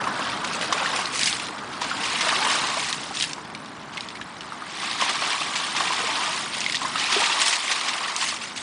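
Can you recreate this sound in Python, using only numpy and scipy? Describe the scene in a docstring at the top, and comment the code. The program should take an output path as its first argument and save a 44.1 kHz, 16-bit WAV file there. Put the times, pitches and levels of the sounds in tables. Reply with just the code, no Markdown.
"""Splashing bursts, sharp slaps and hollow plops: ducks dive and thrash in a big plastic tub in a garden.
Each thrash swells a swarm of ringing bubbles (churned air); thrown water rains back as drops and fine spray.
Slaps and late ground hits are short noise bursts, plops and gulps large rising rings, spats cracks that ring.
Water over the rim spatters on the wet ground in lumps. Filtered noise gives a low outdoor rumble and rush."""
import sys
import numpy as np
from scipy import signal
from scipy.io import wavfile
from scipy.ndimage import uniform_filter1d

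SR = 44100
rng = np.random.default_rng(int(sys.argv[2]) if len(sys.argv) > 2 else 0)


def put_to_file(sound):
    """Save the sound as 16-bit audio at rate SR, in the file named by the first command-line argument."""
    columns = np.atleast_2d(sound).T  # one column per channel
    safe = np.clip(columns, -1, 1)
    whole_steps = np.round(safe * 32767)
    wavfile.write(sys.argv[1], SR, whole_steps.astype(np.int16))


N = 380141
TIME = np.arange(N) / SR

# All levels in the tables are relative: layer gains, filters and the echo come after them.
# A duck dives, paddles or beats its wings.
# Each row: start in seconds, rise in seconds, length in seconds, churned air in dB, thrown water in dB.
THRASHES = [(0.0, 0.0037, 0.11, -32, -38), (0.13, 0.017, 0.21, -35, -39),
            (0.429, 0.008, 0.21, -36.5, -36.5), (0.72, 0.017, 0.22, -30.5, -31.5),
            (1.26, 0.03, 0.41, -41, -46.5), (1.69, 0.046, 0.061, -38.5, -38), (1.81, 0.009, 0.2, -36, -35),
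            (1.99, 0.031, 0.26, -36.5, -29), (2.21, 0.02, 0.32, -29, -28.5), (2.57, 0.018, 0.12, -32, -34),
            (3.92, 0.013, 0.06, -44, -42.3), (4.39, 0.028, 0.26, -45.3, -48.5),
            (4.701, 0.063, 0.12, -40.8, -33), (4.81, 0.013, 0.13, -37, -33.5),
            (4.979, 0.012, 0.11, -31, -28), (5.2, 0.019, 0.13, -31.5, -29), (5.41, 0.019, 0.039, -36, -38),
            (5.56, 0.0082, 0.073, -35, -32), (5.744, 0.01, 0.26, -31.5, -29),
            (6.029, 0.04, 0.23, -31, -30.5), (6.518, 0.008, 0.031, -40.5, -33),
            (6.78, 0.025, 0.082, -34.5, -37), (6.925, 0.049, 0.11, -33, -26),
            (7.09, 0.02, 0.18, -29.5, -25.1), (7.28, 0.026, 0.15, -31.5, -33.5),
            (7.63, 0.023, 0.15, -34.5, -30), (7.83, 0.014, 0.051, -33, -30.5),
            (7.991, 0.0069, 0.089, -35, -36)]
# A sheet of water goes over the rim and lands on the ground.
# Each row: start in seconds, length in seconds, spray in dB, drops in dB.
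SPILLS = [(0.18, 0.16, -50, -35), (0.494, 0.041, -36, -36), (0.6, 0.05, -41, -32),
          (0.943, 0.04, -33.5, -31), (1.118, 0.081, -30.5, -31), (1.193, 0.11, -28, -27),
          (1.37, 0.071, -42.5, -36), (2.46, 0.07, -32, -29), (2.757, 0.14, -36.4, -33),
          (3.13, 0.12, -34, -32.5), (4.646, 0.061, -45, -40), (5.55, 0.03, -38.5, -34),
          (6.33, 0.05, -37.1, -39), (6.581, 0.24, -42, -38.5), (6.791, 0.15, -40.5, -40),
          (7.38, 0.15, -28.2, -27), (8.158, 0.15, -32, -30), (8.403, 0.029, -37, -32),
          (8.544, 0.056, -38.5, -35.5)]
# The rocking water between splashes. One row: churn in dB, drops in dB, spray in dB.
CALM_DB = (-47.5, -48, -54.5)
# Waves gurgle along the tub wall. Each row: time in seconds, level in dB.
SLOSH_LEVEL = [(0, -33), (.4, -36), (.85, -32), (1.1, -39), (1.7, -42), (2.3, -35), (3.0, -45), (3.6, -52),
               (8.6, -49)]
# Short broad noise bursts: slaps on the water, and in the last two rows water landing on the ground.
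# Each row: start in seconds, level in dB, decay in seconds.
IMPACTS = [(0.444, -11.5, 0.005), (0.724, -6, 0.006), (1.814, -12.5, 0.0088), (1.842, -15, 0.0067),
           (2.055, -13, 0.007), (2.207, -7, 0.0088), (5.011, -9, 0.0055), (5.094, -11, 0.0091),
           (5.554, -9, 0.014), (5.763, -8, 0.0081), (6.995, -9.5, 0.0061), (7.123, -5, 0.007),
           (7.208, -11, 0.0049), (7.258, -7, 0.0058), (7.409, -10, 0.0099), (7.526, -5, 0.0086),
           (7.711, -5.5, 0.013), (7.882, -10, 0.0071), (8.239, -11, 0.0035), (8.285, -10, 0.007)]
# Large pockets of air close and ring. Each row: start in seconds, level in dB, starting pitch in Hz.
PLOPS = [(0.039, -13, 1230), (0.07, -10, 1060), (0.723, -7, 1117), (0.798, -15, 988), (0.858, -8.5, 1780),
         (0.989, -16.5, 710), (1.815, -14, 941), (1.912, -12, 1360), (2.289, -6.5, 1750),
         (2.326, -9.5, 1157), (2.416, -14, 835), (2.462, -9.5, 994), (2.495, -10.5, 1084),
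         (2.769, -17, 654), (3.107, -19.5, 791), (3.38, -22, 1000), (4.52, -19, 1271), (4.62, -20, 1205),
         (4.83, -18.5, 1118), (5.02, -8, 999), (5.22, -11.5, 1058), (5.804, -9, 1096), (5.903, -11.5, 977),
         (6.815, -15.5, 1020), (6.848, -11, 1010), (6.955, -11.5, 1238), (7.218, -9.5, 919),
         (8.005, -15, 1009), (8.224, -16, 1022), (8.323, -15.5, 1112)]
# Deep gulps as a duck goes under. Each row: start in seconds, level in dB, starting pitch in Hz.
GULPS = [(2.366, -32, 355.9), (5.999, -37, 454.3), (6.037, -33.5, 443.3), (7.162, -22.5, 381)]
# Single blobs land on puddles and the rim. Each row: start in seconds, level in dB, starting pitch in Hz.
SPATS = [(0.318, -18, 2663), (1.0557, -13, 4023), (1.1915, -9.5, 4022), (1.208, -23, 2360),
         (1.2314, -6, 3794), (1.2578, -6, 4900), (1.281, -9, 2773), (1.327, -9, 3302), (1.397, -14, 2594),
         (2.9265, -6, 3740), (3.1695, -12, 3330), (3.2084, -9, 3006), (3.2227, -12, 3745),
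         (3.2389, -13, 2604), (3.3313, -8.5, 4670), (3.5483, -17.5, 2230), (3.658, -27, 3590),
         (3.9715, -17, 2510), (3.977, -14, 2098), (4.0069, -14.5, 3822), (4.086, -19.5, 3405),
         (4.153, -23, 2153), (4.2123, -20, 1673), (4.4069, -21, 2884), (4.6653, -25, 1610),
         (4.9116, -15, 3677), (6.6046, -9, 5850), (6.6146, -14, 2595), (6.6623, -6.5, 2089),
         (6.6967, -9.5, 2123), (6.7217, -12, 3665), (6.7443, -9.5, 1852), (6.7509, -8.5, 3500),
         (6.7569, -10, 3634), (6.7684, -12, 3465), (7.6785, -14, 2170), (8.08, -15, 1791),
         (8.1625, -8, 6504)]
# The rumble's slow swell. Each row: time in seconds, level in dB.
RUMBLE_LEVEL = [(0.0, -40), (0.04, -39.5), (0.98, -42), (5.3, -46.5), (6.99, -44), (7.49, -54),
                (8.62, -46.5)]

# Tone of the gurgling waves. Each row: frequency in Hz, relative gain in dB.
GURGLE_COLOUR = [(200, -20.5), (450, 2), (900, -0.5), (1500, 6), (2600, -23)]
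# Tone of the churned-in air. Each row: frequency in Hz, relative gain in dB.
CHURN_COLOUR = [(100, -33.5), (250, -2.5), (380, -1), (520, -8), (720, -5), (1000, 1), (1180, 2.5),
                (1400, -5.5), (2000, -1.5), (4000, -41)]
# Tone of the falling drops. Each row: frequency in Hz, relative gain in dB.
DROPS_COLOUR = [(300, -29), (1300, -11), (1850, 1), (2600, 1.5), (3800, 0.5), (5000, -5), (7000, -15.5),
                (10000, -32)]
# Tone of the fine spray. Each row: frequency in Hz, relative gain in dB.
SPRAY_COLOUR = [(1000, -40), (4000, -12.5), (5200, -8.5), (7000, -10.5), (10000, -12.5)]
# Tone of the slaps and ground hits. Each row: frequency in Hz, relative gain in dB.
IMPACT_COLOUR = [(150, -26), (450, -14), (750, -7.5), (1100, 1.5), (1450, -2), (2000, 2.5), (3800, 0.5),
                 (6000, -2.5), (10000, -17.5)]
# Tone of the garden's low rumble. Each row: frequency in Hz, relative gain in dB.
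RUMBLE_COLOUR = [(25, -30), (52, -26.5), (68, -8), (80, -14), (120, -5), (200, -0.5), (300, -1),
                 (480, -12.5), (1000, -11), (3000, -56)]
# Tone of the garden's thinner rush. Each row: frequency in Hz, relative gain in dB.
RUSH_COLOUR = [(100, -33.5), (480, -3), (750, 5.5), (1000, 6), (1500, 3.5), (2200, -2.5), (4000, -39.5),
               (10000, -24.5)]

CHURN_RELEASE_S = 0.24
FLIGHT_S, RAIN_ATTACK_S, RAIN_RELEASE_S = 0.37, 0.126, 0.19  # thrown water comes down again
RAIN_DB = -6.5  # falling water against thrown water
TEAR_SPRAY_DB, RAIN_SPRAY_DB = -7, -2.5  # spray on the way up and on the way down
SPILL_ATTACK_S, SPILL_RELEASE_S = 0.016, 0.055
EDGE_HZ = 10250  # top of the recorder's band


def water():
    """Waves gurgle, churned-in air rings low, falling drops higher, and fine spray fizzes on top."""
    churn_db, drops_db, spray_db = agitation()
    slosh_db = follow(SLOSH_LEVEL)
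    heaves = gushes(per_s=23, decay=0.0074, depth=0.39)
    showers = gushes(per_s=76, decay=0.0063, depth=0.42)
    slosh = swarm(slosh_db, GURGLE_COLOUR, heaves, 404.6, 1983, per_s=600, cycles=6.5,
                  spread_db=3.0, wash_db=-2.0, tick_db=3.0)
    churn = swarm(churn_db, CHURN_COLOUR, heaves, 603, 1614, per_s=1500, cycles=3.9,
                  spread_db=2.5, wash_db=3.5, tick_db=-1.5)
    drops = swarm(drops_db, DROPS_COLOUR, showers, 1348, 5566, per_s=3000, cycles=8.5,
                  spread_db=2.0, wash_db=2, tick_db=0.5)
    spray = swarm(spray_db, SPRAY_COLOUR, np.sqrt(showers * heaves), 4200, 9750, per_s=5000, cycles=18.3,
                  spread_db=2.5, wash_db=-30.0, tick_db=-31.0)
    return slosh + amp(0.88) * churn + amp(0.8) * drops + spray


def agitation():
    """Levels of churn, drops and spray: thrashes churn and tear the water, which rains back or spills."""
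    starts, rises, lengths, air_db, thrown_db = np.transpose(THRASHES)
    churned = surges(starts, rises, lengths, air_db, CHURN_RELEASE_S)
    torn = surges(starts, rises, lengths, thrown_db, CHURN_RELEASE_S)
    rain = surges(starts + FLIGHT_S, RAIN_ATTACK_S, lengths, thrown_db + RAIN_DB, RAIN_RELEASE_S)
    spilt_drops, spilt_spray = spills()
    drops = torn + rain + spilt_drops
    spray = power(TEAR_SPRAY_DB) * torn + power(RAIN_SPRAY_DB) * rain + spilt_spray
    layers = (churned, drops, spray)
    return [level(layer + power(calm_db)) for layer, calm_db in zip(layers, CALM_DB)]


def spills():
    """Power of the drops and spray of spilt water: each sheet breaks up and lands in quick lumps."""
    starts, lengths, spray_db, drops_db = np.transpose(SPILLS)
    lumps = gushes(per_s=150, decay=0.004, depth=0.36) ** 2
    drops = lumps * surges(starts, SPILL_ATTACK_S, lengths, drops_db, SPILL_RELEASE_S)
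    spray = lumps * surges(starts, SPILL_ATTACK_S, lengths, spray_db, SPILL_RELEASE_S)
    return drops, spray


def surges(starts, rises, lengths, levels_db, release):
    """Summed power of bursts that rise, hold for their length and die away."""
    total = np.zeros(N)
    for s, rise, length, db in np.broadcast(starts, rises, lengths, levels_db):
        age = np.arange(int((length + 10 * release) * SR)) / SR
        shape = (1 - np.exp(-age / rise)) * np.exp(-np.maximum(age - length, 0) / release)
        add(total, s, power(db) * shape ** 2)
    return total


def gushes(per_s, decay, depth):
    """Water lands in lumps: each lifts the level at once and then dies away."""
    count = int(per_s * N / SR)
    at = rng.integers(0, N, count)
    sizes = rng.exponential(1, count)
    hits = np.bincount(at, sizes, N)
    lumps = signal.lfilter([1], [1, -np.exp(-1 / (decay * SR))], hits)
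    return unit(1 + depth * lumps)


def swarm(level_db, spectrum, clumps, lo_hz, hi_hz, per_s, cycles, spread_db, wash_db, tick_db,
          count=160, size=400):
    """Random bubbles and ticks over a noise wash, in clumps, and more thickly when the water is loud."""
    busy = np.sqrt(amp(level_db - level_db.max()))
    due = np.cumsum(per_s * busy) / count / SR  # bubbles expected so far at each pitch
    places, rings = [], []
    for hz in np.linspace(lo_hz, hi_hz, count):
        waits, growth, side = rng.exponential(1, (3, size))
        at = np.searchsorted(due, np.cumsum(waits))
        inside = at < N
        signs = np.sign(side - np.log(2))  # either polarity, equally often
        sizes = amp(spread_db * np.minimum(growth, 4.2)) * signs
        ring = bubble(hz, cycles, rise=0.021)
        places.append((at[inside, None] + np.arange(len(ring))).ravel())
        rings.append(np.outer(sizes[inside], ring / np.linalg.norm(ring)).ravel())
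    bubbles = unit(np.bincount(np.concatenate(places), np.concatenate(rings), N)[:N])
    ticks = amp(tick_db) * patter(busy, per_s=2500, spread_db=4.5)
    wash = amp(wash_db) * rng.standard_normal(N)
    x = unit(colour(clumps * (bubbles + ticks + wash), spectrum))
    # even out the level over about 0.1 s, so that the swarm follows its level curve
    local_power = uniform_filter1d(x ** 2, size=4400)
    return amp(level_db) * x / np.sqrt(abs(local_power) + 0.0065)


def bubble(hz, cycles, rise):
    """A damped ring that climbs in pitch, by the fraction rise per decay time, as it nears the surface."""
    life = cycles / hz  # decay time in seconds
    age = np.arange(int(5 * life * SR)) / SR / life  # in decay times
    turns = hz * life * (age + rise * age ** 2 / 2)
    onset = 1 - np.exp(-2 * turns)
    return np.sin(2 * np.pi * turns) * np.exp(-age) * onset


def patter(busy, per_s, spread_db):
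    """Drops that only tick on the surface, with no ring."""
    sizes = amp(spread_db * np.minimum(rng.exponential(1, N), 4.5)) * rng.choice([-1, 1], N)
    lands = rng.random(N) < per_s * busy / SR
    return unit(sizes * lands / np.sqrt(busy))


def impacts():
    """A slap on the water, or water landing on the ground, gives a short broad burst of crackle."""
    out, t = np.zeros(N), np.arange(SR // 10) / SR
    for s, db, decay in IMPACTS:
        envelope = (1 - np.exp(-t / 0.0029)) * np.exp(-t / decay)
        burst = colour(rng.standard_normal(len(t)) * envelope, IMPACT_COLOUR)
        loudness = burst[:SR // 100].std()  # over the first 10 ms
        add(out, s, amp(db - 15.0) * burst / loudness)
    return out


def plops(rows, gain_db, cycles, rise, pop_db):
    """A pocket of air shuts with a brief pop and rings on as a large bubble."""
    out, t = np.zeros(N), np.arange(SR // 30) / SR
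    for s, db, hz in rows:
        band = [(hz / 3, -25), (hz * 0.55, 0), (hz * 1.68, 0), (hz * 3, -22)]
        pop = colour(rng.standard_normal(len(t)) * np.exp(-t / 0.0097), band, size=1024)
        add(out, s + 0.00097, amp(db + pop_db) * pop / abs(pop).max())
        add(out, s + 0.001356, amp(db + gain_db) * bubble(hz, cycles, rise))
    return out


def spats():
    """A blob lands with a sharp crack and traps a small, quickly dying bubble."""
    out, t = np.zeros(N), np.arange(SR // 30) / SR
    for s, db, hz in SPATS:
        crack_hz = 3400 * (hz / 3400) ** 0.36  # smaller blobs crack a little higher
        band = [(crack_hz / 4, -28), (crack_hz * 0.71, -5), (crack_hz * 1.32, 0), (crack_hz * 2.75, -20)]
        envelope = np.exp(-t / 0.0033) + 0.33 * np.exp(-t / 0.0025)
        crack = colour(rng.standard_normal(len(t)) * envelope, band, size=512)
        add(out, s + 0.000993, amp(db - 4.5) * crack / abs(crack).max())
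        add(out, s + 0.00098, amp(db - 5.0) * bubble(hz, cycles=6.9, rise=0.021))
    return out


def surroundings(x, t60, wet_db, count=5):
    """Tub wall, fence and bushes scatter a brief echo; its sparse random patterns cross-fade steadily."""
    t, echo = np.arange(SR // 4) / SR, np.zeros(N)
    for place in range(count):
        hits = rng.random(len(t)) < 2000 / SR  # 2000 reflections a second
        taps = rng.standard_normal(len(t)) * hits * (t > .003) * amp(-60 * t / t60)
        share = np.cos(np.pi * (2 * TIME + place / count)) * np.sqrt(2 / count)
        echo += signal.oaconvolve(x * share, taps / np.linalg.norm(taps))[:N]
    return x + amp(wet_db) * echo


def garden():
    """Low noise rumble with a slow swell, and a steady thinner rush, as of a far road."""
    rumble = colour(rng.standard_normal(N), RUMBLE_COLOUR, size=16384)
    rush = colour(rng.standard_normal(N), RUSH_COLOUR)
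    return amp(follow(RUMBLE_LEVEL) + 1.05) * unit(rumble) + amp(-43.0) * unit(rush)


def amp(db):
    """Decibels to gain."""
    return 10 ** (np.asarray(db) / 20)


def power(db):
    """Decibels to power."""
    return amp(db) ** 2


def level(energy):
    """Power to decibels."""
    return 10 * np.log10(energy)


def unit(x):
    """Scales to rms 1."""
    return x / np.sqrt(np.mean(x ** 2) + 1e-20)


def follow(rows):
    """A level curve read out at every sample, with straight lines between its points."""
    s, db = np.transpose(rows)
    return np.interp(TIME, s, db)


def add(mix, s, sound):
    """Mixes a sound in at time s, cut off at the end of the mix."""
    part = mix[round(s * SR):][:len(sound)]
    part += sound[:len(part)]


def colour(x, points, size=2048):
    """A causal minimum-phase filter with the given spectrum, so that clicks stay sharp."""
    hz, db = np.transpose(points)
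    bins_hz = abs(np.fft.fftfreq(size, 1 / SR)) + 1
    log_gain = np.log(amp(np.interp(np.log(bins_hz), np.log(hz), db)))
    response = np.exp(np.conj(signal.hilbert(log_gain)))
    taps = np.fft.ifft(response).real[:size // 2]
    return signal.oaconvolve(x, taps)[:len(x)]


def scene():
    """All the water sounds with their echo, in the open garden."""
    pockets = plops(PLOPS, gain_db=-3.5, cycles=5.5, rise=0.02, pop_db=-9.5)
    gulps = plops(GULPS, gain_db=6.0, cycles=4.4, rise=0.056, pop_db=1)
    wet = water() + impacts() + spats() + pockets + gulps
    return (surroundings(wet, t60=0.038, wet_db=-18.5) + garden())[None]


def record(dry):
    """The recorder's band limit: a steep low-pass."""
    low_pass = signal.firwin(601, EDGE_HZ, window=("kaiser", 8), fs=SR)
    return signal.oaconvolve(dry, low_pass[None], "same")


dry = scene()
out = record(dry)
put_to_file(out)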